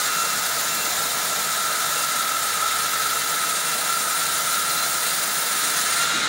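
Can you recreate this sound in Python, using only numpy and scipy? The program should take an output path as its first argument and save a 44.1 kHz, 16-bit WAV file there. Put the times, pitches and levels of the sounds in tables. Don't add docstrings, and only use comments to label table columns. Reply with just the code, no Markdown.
import sys
import numpy as np
from scipy import signal
from scipy.fft import rfft, irfft, next_fast_len
from scipy.io import wavfile
from scipy.ndimage import uniform_filter1d

SR = 44100
rng = np.random.default_rng(int(sys.argv[2]) if len(sys.argv) > 2 else 0)


def int16_out(signal):
    q = np.round(np.clip(np.atleast_2d(signal).T, -1, 1) * 32767)
    wavfile.write(sys.argv[1], SR, q.astype(np.int16))


N = 276948
TIME_S = np.arange(N) / SR
END_NEAR_S, BREAKOUT_S = 5.35, 5.98


def from_db(db):
    return 10 ** (np.asarray(db) / 20)


def rms_one(x):
    return x / np.sqrt(np.mean(np.abs(x) ** 2) + 1e-20)


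def automation(rows):
    times, *columns = np.transpose(rows)
    return [np.interp(TIME_S, times, column) for column in columns]


def drift(rate_hz):
    hop, run_in = 40, 2000
    pole = np.exp(-2 * np.pi * hop * rate_hz / SR)
    noise = rng.standard_normal(N // hop + run_in + 2)
    slow = rms_one(signal.lfilter([1], [1, -2 * pole, pole * pole], noise)[run_in:])
    return np.interp(np.arange(N) / hop, np.arange(len(slow)), slow)


def ringing(width_hz):
    return np.sqrt(.5) * (drift(width_hz) + 1j * drift(width_hz))


def levelled(x, window_s):
    return x / np.sqrt(uniform_filter1d(np.abs(x) ** 2, int(window_s * SR)) + 1e-9)


def equalised(x, eq):
    hz, db = np.transpose(eq)
    size = next_fast_len(N)
    bin_hz = np.maximum(np.arange(size // 2 + 1) * SR / size, 1)
    gain = from_db(np.interp(np.log(bin_hz), np.log(hz), db, left=-np.inf, right=-np.inf))
    return rms_one(irfft(rfft(x, size) * gain, size)[:N])


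def swing(turns, peak_turns):
    return np.cos(2 * np.pi * (turns - peak_turns))


def fader(cut_db, near_end_db, breakout_db_per_s):
    near_end = np.clip((TIME_S - END_NEAR_S) / (BREAKOUT_S - END_NEAR_S), 0, 1)
    since_breakout_s = np.maximum(TIME_S - BREAKOUT_S, 0)
    return from_db(cut_db + near_end_db * near_end + breakout_db_per_s * since_breakout_s)


# time_s, tooth_rate_hz
BAND_SPEED = [(0.0, 339.6), (3.57, 339.6), (4.69, 340.9), (5.86, 340.6), (6.12, 349.5), (6.28, 352)]
CUTTING_RATE_HZ = BAND_SPEED[0][1]

def band_travel():
    tooth_hz, = automation(BAND_SPEED)
    return np.cumsum(tooth_hz) / SR


def tooth_buzz(teeth, blur_hz, base_blur_hz, tilt_db_per_octave):
    buzz = 0
    for k in range(1, 47):
        harmonic = np.exp(2j * np.pi * k * teeth) * ringing(np.hypot(base_blur_hz, blur_hz * k))
        buzz += from_db(tilt_db_per_octave * np.log2(k)) * harmonic.real
    return rms_one(buzz)


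def tearing(buzz, eq, buzz_db, flutter_db, flutter_hz):
    force = rng.standard_normal(N) + from_db(buzz_db) * buzz
    return equalised(force, eq) * from_db(flutter_db * drift(flutter_hz))


# freq_hz, gain_db
BEAM_EQ = [(250, -65), (380, -8), (460, 2.5), (530, -1), (610, 5), (680, 5.5), (740, 4), (860, 3.5),
           (980, 3.5), (1150, -3.5), (1400, 3), (2200, -32)]

def beam_drone(buzz):
    drone = tearing(buzz, BEAM_EQ, buzz_db=-9, flutter_db=.72, flutter_hz=9.2)
    return fader(-36, near_end_db=.5, breakout_db_per_s=1) * drone


# freq_hz, gain_db
RASP_EQ = [(900, -24), (1180, -3.5), (1300, 0), (1690, 0), (1850, -1), (2080, -1.5), (2300, -5), (2600, -8),
           (3200, -7), (3430, -3.5), (3850, -1), (4300, -4), (4650, -13), (6000, -37)]

def fibre_rasp(buzz):
    rasp = tearing(buzz, RASP_EQ, buzz_db=-7, flutter_db=.26, flutter_hz=9)
    return fader(-29, near_end_db=3, breakout_db_per_s=7.6) * rasp


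# freq_hz, gain_db
CHIP_EQ = [(9000, -17), (10700, -9), (11100, -2), (11800, -5), (12550, -2.5), (12930, -2), (13080, -11),
           (13800, -14), (14300, -4.5), (15000, -4), (15300, -1), (15680, -1), (15850, -14)]

def chip_spray(buzz, air_db):
    spray = tearing(buzz, CHIP_EQ, buzz_db=-4, flutter_db=.7, flutter_hz=45)
    spray *= fader(-33.5, near_end_db=-1.5, breakout_db_per_s=-44)
    air = signal.sosfiltfilt(signal.butter(2, 15300, "high", fs=SR, output="sos"), spray)
    return spray + (from_db(air_db) - 1) * air


# freq_hz, gain_db
SCRAPE_EQ = [(3500, -49), (4300, -9), (4700, -2), (5000, -2.5), (6300, -1.5), (6720, 2), (7000, -0.5),
             (7450, 0.5), (7900, -5.5), (8500, -8), (11000, -55)]

def kerf_scrape(buzz):
    scrape = tearing(buzz, SCRAPE_EQ, buzz_db=-7, flutter_db=.48, flutter_hz=18)
    return fader(-30, near_end_db=2.7, breakout_db_per_s=-13) * scrape


def whistle(teeth, pitch_hz, blur_hz=.61, window_s=.18):
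    multiple = pitch_hz / CUTTING_RATE_HZ
    waver = levelled(ringing(blur_hz * multiple), window_s)
    return np.sqrt(2) * (waver * np.exp(2j * np.pi * multiple * teeth)).real


# freq_hz, gain_db
SIZZLE_EQ = [(7000, -55), (7900, -7), (8150, -8.5), (8600, 1.5), (8900, 3.5), (9250, 2), (9700, -1.5),
             (10200, -1), (10600, -10), (11000, -8.5), (13000, -40)]
# pitch_hz, relative_db
TIP_TONES = [(8830, -11), (9169, -11), (10188, -17)]

def tip_sizzle(teeth, buzz, whistle_db):
    sizzle = tearing(buzz, SIZZLE_EQ, buzz_db=-9, flutter_db=.95, flutter_hz=45)
    sizzle += from_db(whistle_db) * sum(from_db(db) * whistle(teeth, hz) for hz, db in TIP_TONES)
    return fader(-34.5, near_end_db=1.6, breakout_db_per_s=-38) * sizzle


# time_s, scrape_db, sizzle_db, air_db
HISS_RIDES = [(0, 1, -0.5, 0), (.85, 0, -0.5, 4), (1.7, 0.7, 0.5, 1), (2.4, -0.7, 0.5, 0),
              (3.25, -0.2, 0.5, 1), (4.05, -0.2, 2.5, 2), (4.8, 0.5, 2.5, 6), (5.4, 0.2, 2.3, 7.5),
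              (6.0, 0, 1.8, 3)]

def cutting_hiss(teeth, buzz, teeth_per_lap=102):
    scrape_db, sizzle_db, air_db = automation(HISS_RIDES)
    grain_db = .61 * drift(rate_hz=35)
    lap_db = .22 * swing(teeth / teeth_per_lap, peak_turns=.14)
    hiss = fibre_rasp(buzz) + chip_spray(buzz, air_db)
    hiss += from_db(scrape_db) * kerf_scrape(buzz)
    hiss += from_db(sizzle_db) * tip_sizzle(teeth, buzz, whistle_db=sizzle_db)
    return from_db(grain_db + lap_db) * hiss


# pitch_hz, width_hz, relative_db
BLADE_MODES = [(1255.4, 6.9, -0.7), (1273, 4.4, -5), (1291, 4.6, -2.5), (1334, 16, 0.4), (1395, 3, -8),
               (1449, 17, -8.5), (1594, 13, -9)]
# time_s, level_db
WHINE_RIDE = [(0, -31), (.55, -32.5), (.8, -35), (1.45, -33.5), (1.65, -32), (2.1, -30.7), (2.35, -30.5),
              (2.7, -31), (2.85, -29.5), (3.45, -29), (3.7, -34), (4.08, -29.7), (4.35, -33), (4.95, -31.7),
              (5.4, -35), (5.7, -33.5), (6.22, -29.5)]

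def blade_whine():
    whine_db, = automation(WHINE_RIDE)
    waver_db = 1.5 * drift(rate_hz=4.7)
    modes = 0
    for hz, width_hz, db in BLADE_MODES:
        modes += from_db(db) * (ringing(width_hz) * np.exp(2j * np.pi * hz * TIME_S)).real
    return from_db(whine_db + waver_db) * levelled(modes, window_s=.064)


# pitch_hz, level_db
BLADE_TONES = [(1353, -38), (2716, -46), (3056, -53.5), (3733, -51.5), (4073, -48), (4752, -53),
               (6111, -54), (7130, -51), (7469, -46), (8487, -45.5)]

def blade_whistles(teeth):
    return sum(from_db(db) * whistle(teeth, hz) for hz, db in BLADE_TONES)


# start_s, end_s, pitch_hz, level_db
SQUEAL_CUES = [(0, .55, 1443, -37), (0.027, .4, 1354, -36), (0.125, 0.326, 2716, -35.5),
               (.55, 1.0, 7131, -38), (.71, .9, 2716, -37), (.72, 0.998, 4075, -39), (.97, 1.15, 3735, -42),
               (1.577, 1.763, 1354, -26.5), (1.9, 2.05, 2716, -41), (1.943, 2.896, 1354, -35),
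               (2.247, 2.85, 1293, -34), (2.64, 2.78, 3735, -37), (3.623, 3.92, 2716, -44),
               (3.85, 4.25, 1354, -34), (4.05, 4.24, 8489, -42), (4.3, 5.1, 1380, -36.5),
               (4.68, 4.876, 4075, -34), (5.05, 5.8, 4754, -46), (5.4, 5.95, 10188, -40),
               (5.864, 6.033, 8830, -31.5), (5.87, 6.16, 2716, -41), (5.958, 6.184, 1354, -31.5)]

def blade_squeals(teeth, fade_s=.07):
    squeals = 0
    for start_s, end_s, hz, db in SQUEAL_CUES:
        inside_s = np.minimum(TIME_S - start_s, end_s - TIME_S)
        swell = np.clip(inside_s / fade_s + .5, 0, 1)
        squeals += from_db(db) * swell * whistle(teeth, hz, blur_hz=.5, window_s=.03)
    return squeals


# freq_hz, gain_db
FRAME_EQ = [(20, -28), (35, -27), (50, -22), (70, -12.5), (115, -9.5), (145, 3), (175, 2), (188, -2.5),
            (203, 3.5), (250, -2.5), (300, 1), (370, -3.5), (480, -2), (900, -31)]

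def frame_rumble(teeth, teeth_per_turn=34, shake_db=1.0):
    shake = from_db(shake_db * swing(teeth / teeth_per_turn, peak_turns=.68))
    rumble = equalised(rng.standard_normal(N), FRAME_EQ)
    return fader(-44.9, near_end_db=-.3, breakout_db_per_s=9.2) * shake * rumble


# pitch_hz, relative_db
DRIVE_TONES = [(79.6, -59), (80.155, -62.5)]

def drive_hum(teeth, trim_db=-2.7, waver_db=1.2):
    run_s = teeth / CUTTING_RATE_HZ
    hum = 0
    for polarity, (hz, db) in zip((1, -1), DRIVE_TONES):
        hum += polarity * from_db(db) * np.sqrt(2) * np.sin(2 * np.pi * hz * run_s)
    return from_db(trim_db + waver_db * drift(rate_hz=6)) * hum


# freq_hz, gain_db
GROWL_EQ = [(120, -14), (170, -9), (240, 0), (290, 1), (380, -11), (800, -15)]

def beam_growl(delay_s=.144, attack_s=.035, level_db=-35.5):
    attack = np.clip((TIME_S - BREAKOUT_S - delay_s) / attack_s, 0, 1)
    return from_db(level_db) * attack * equalised(rng.standard_normal(N), GROWL_EQ)


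# time_s, rumble_db, drone_db
LOW_END_RIDES = [(0, 0, -0.5), (.75, 1.7, 0.5), (1.2, 0.6, 2), (1.6, 0.5, 0.2), (2.2, 0, 0.4),
                 (2.7, -1.2, 0), (3.3, 1.5, -0.2), (3.75, -0.6, 0), (4.2, 0.5, -0.5), (5.2, 0.5, 0.1),
                 (6.0, 1.5, -0.4)]

def scene():
    rumble_db, drone_db = automation(LOW_END_RIDES)
    teeth = band_travel()
    buzz = tooth_buzz(teeth, blur_hz=1.0, base_blur_hz=9.1, tilt_db_per_octave=1.4)
    cut = from_db(drone_db) * beam_drone(buzz) + cutting_hiss(teeth, buzz)
    blade = blade_whine() + blade_whistles(teeth) + blade_squeals(teeth)
    machine = from_db(rumble_db) * frame_rumble(teeth) + drive_hum(teeth)
    return np.tile(cut + blade + machine + beam_growl(), (2, 1))


def record(dry):
    cutoff_hz = 15780
    return signal.sosfilt(signal.ellip(12, .1, 90, cutoff_hz, fs=SR, output="sos"), dry)


dry = scene()
out = record(dry)
int16_out(out)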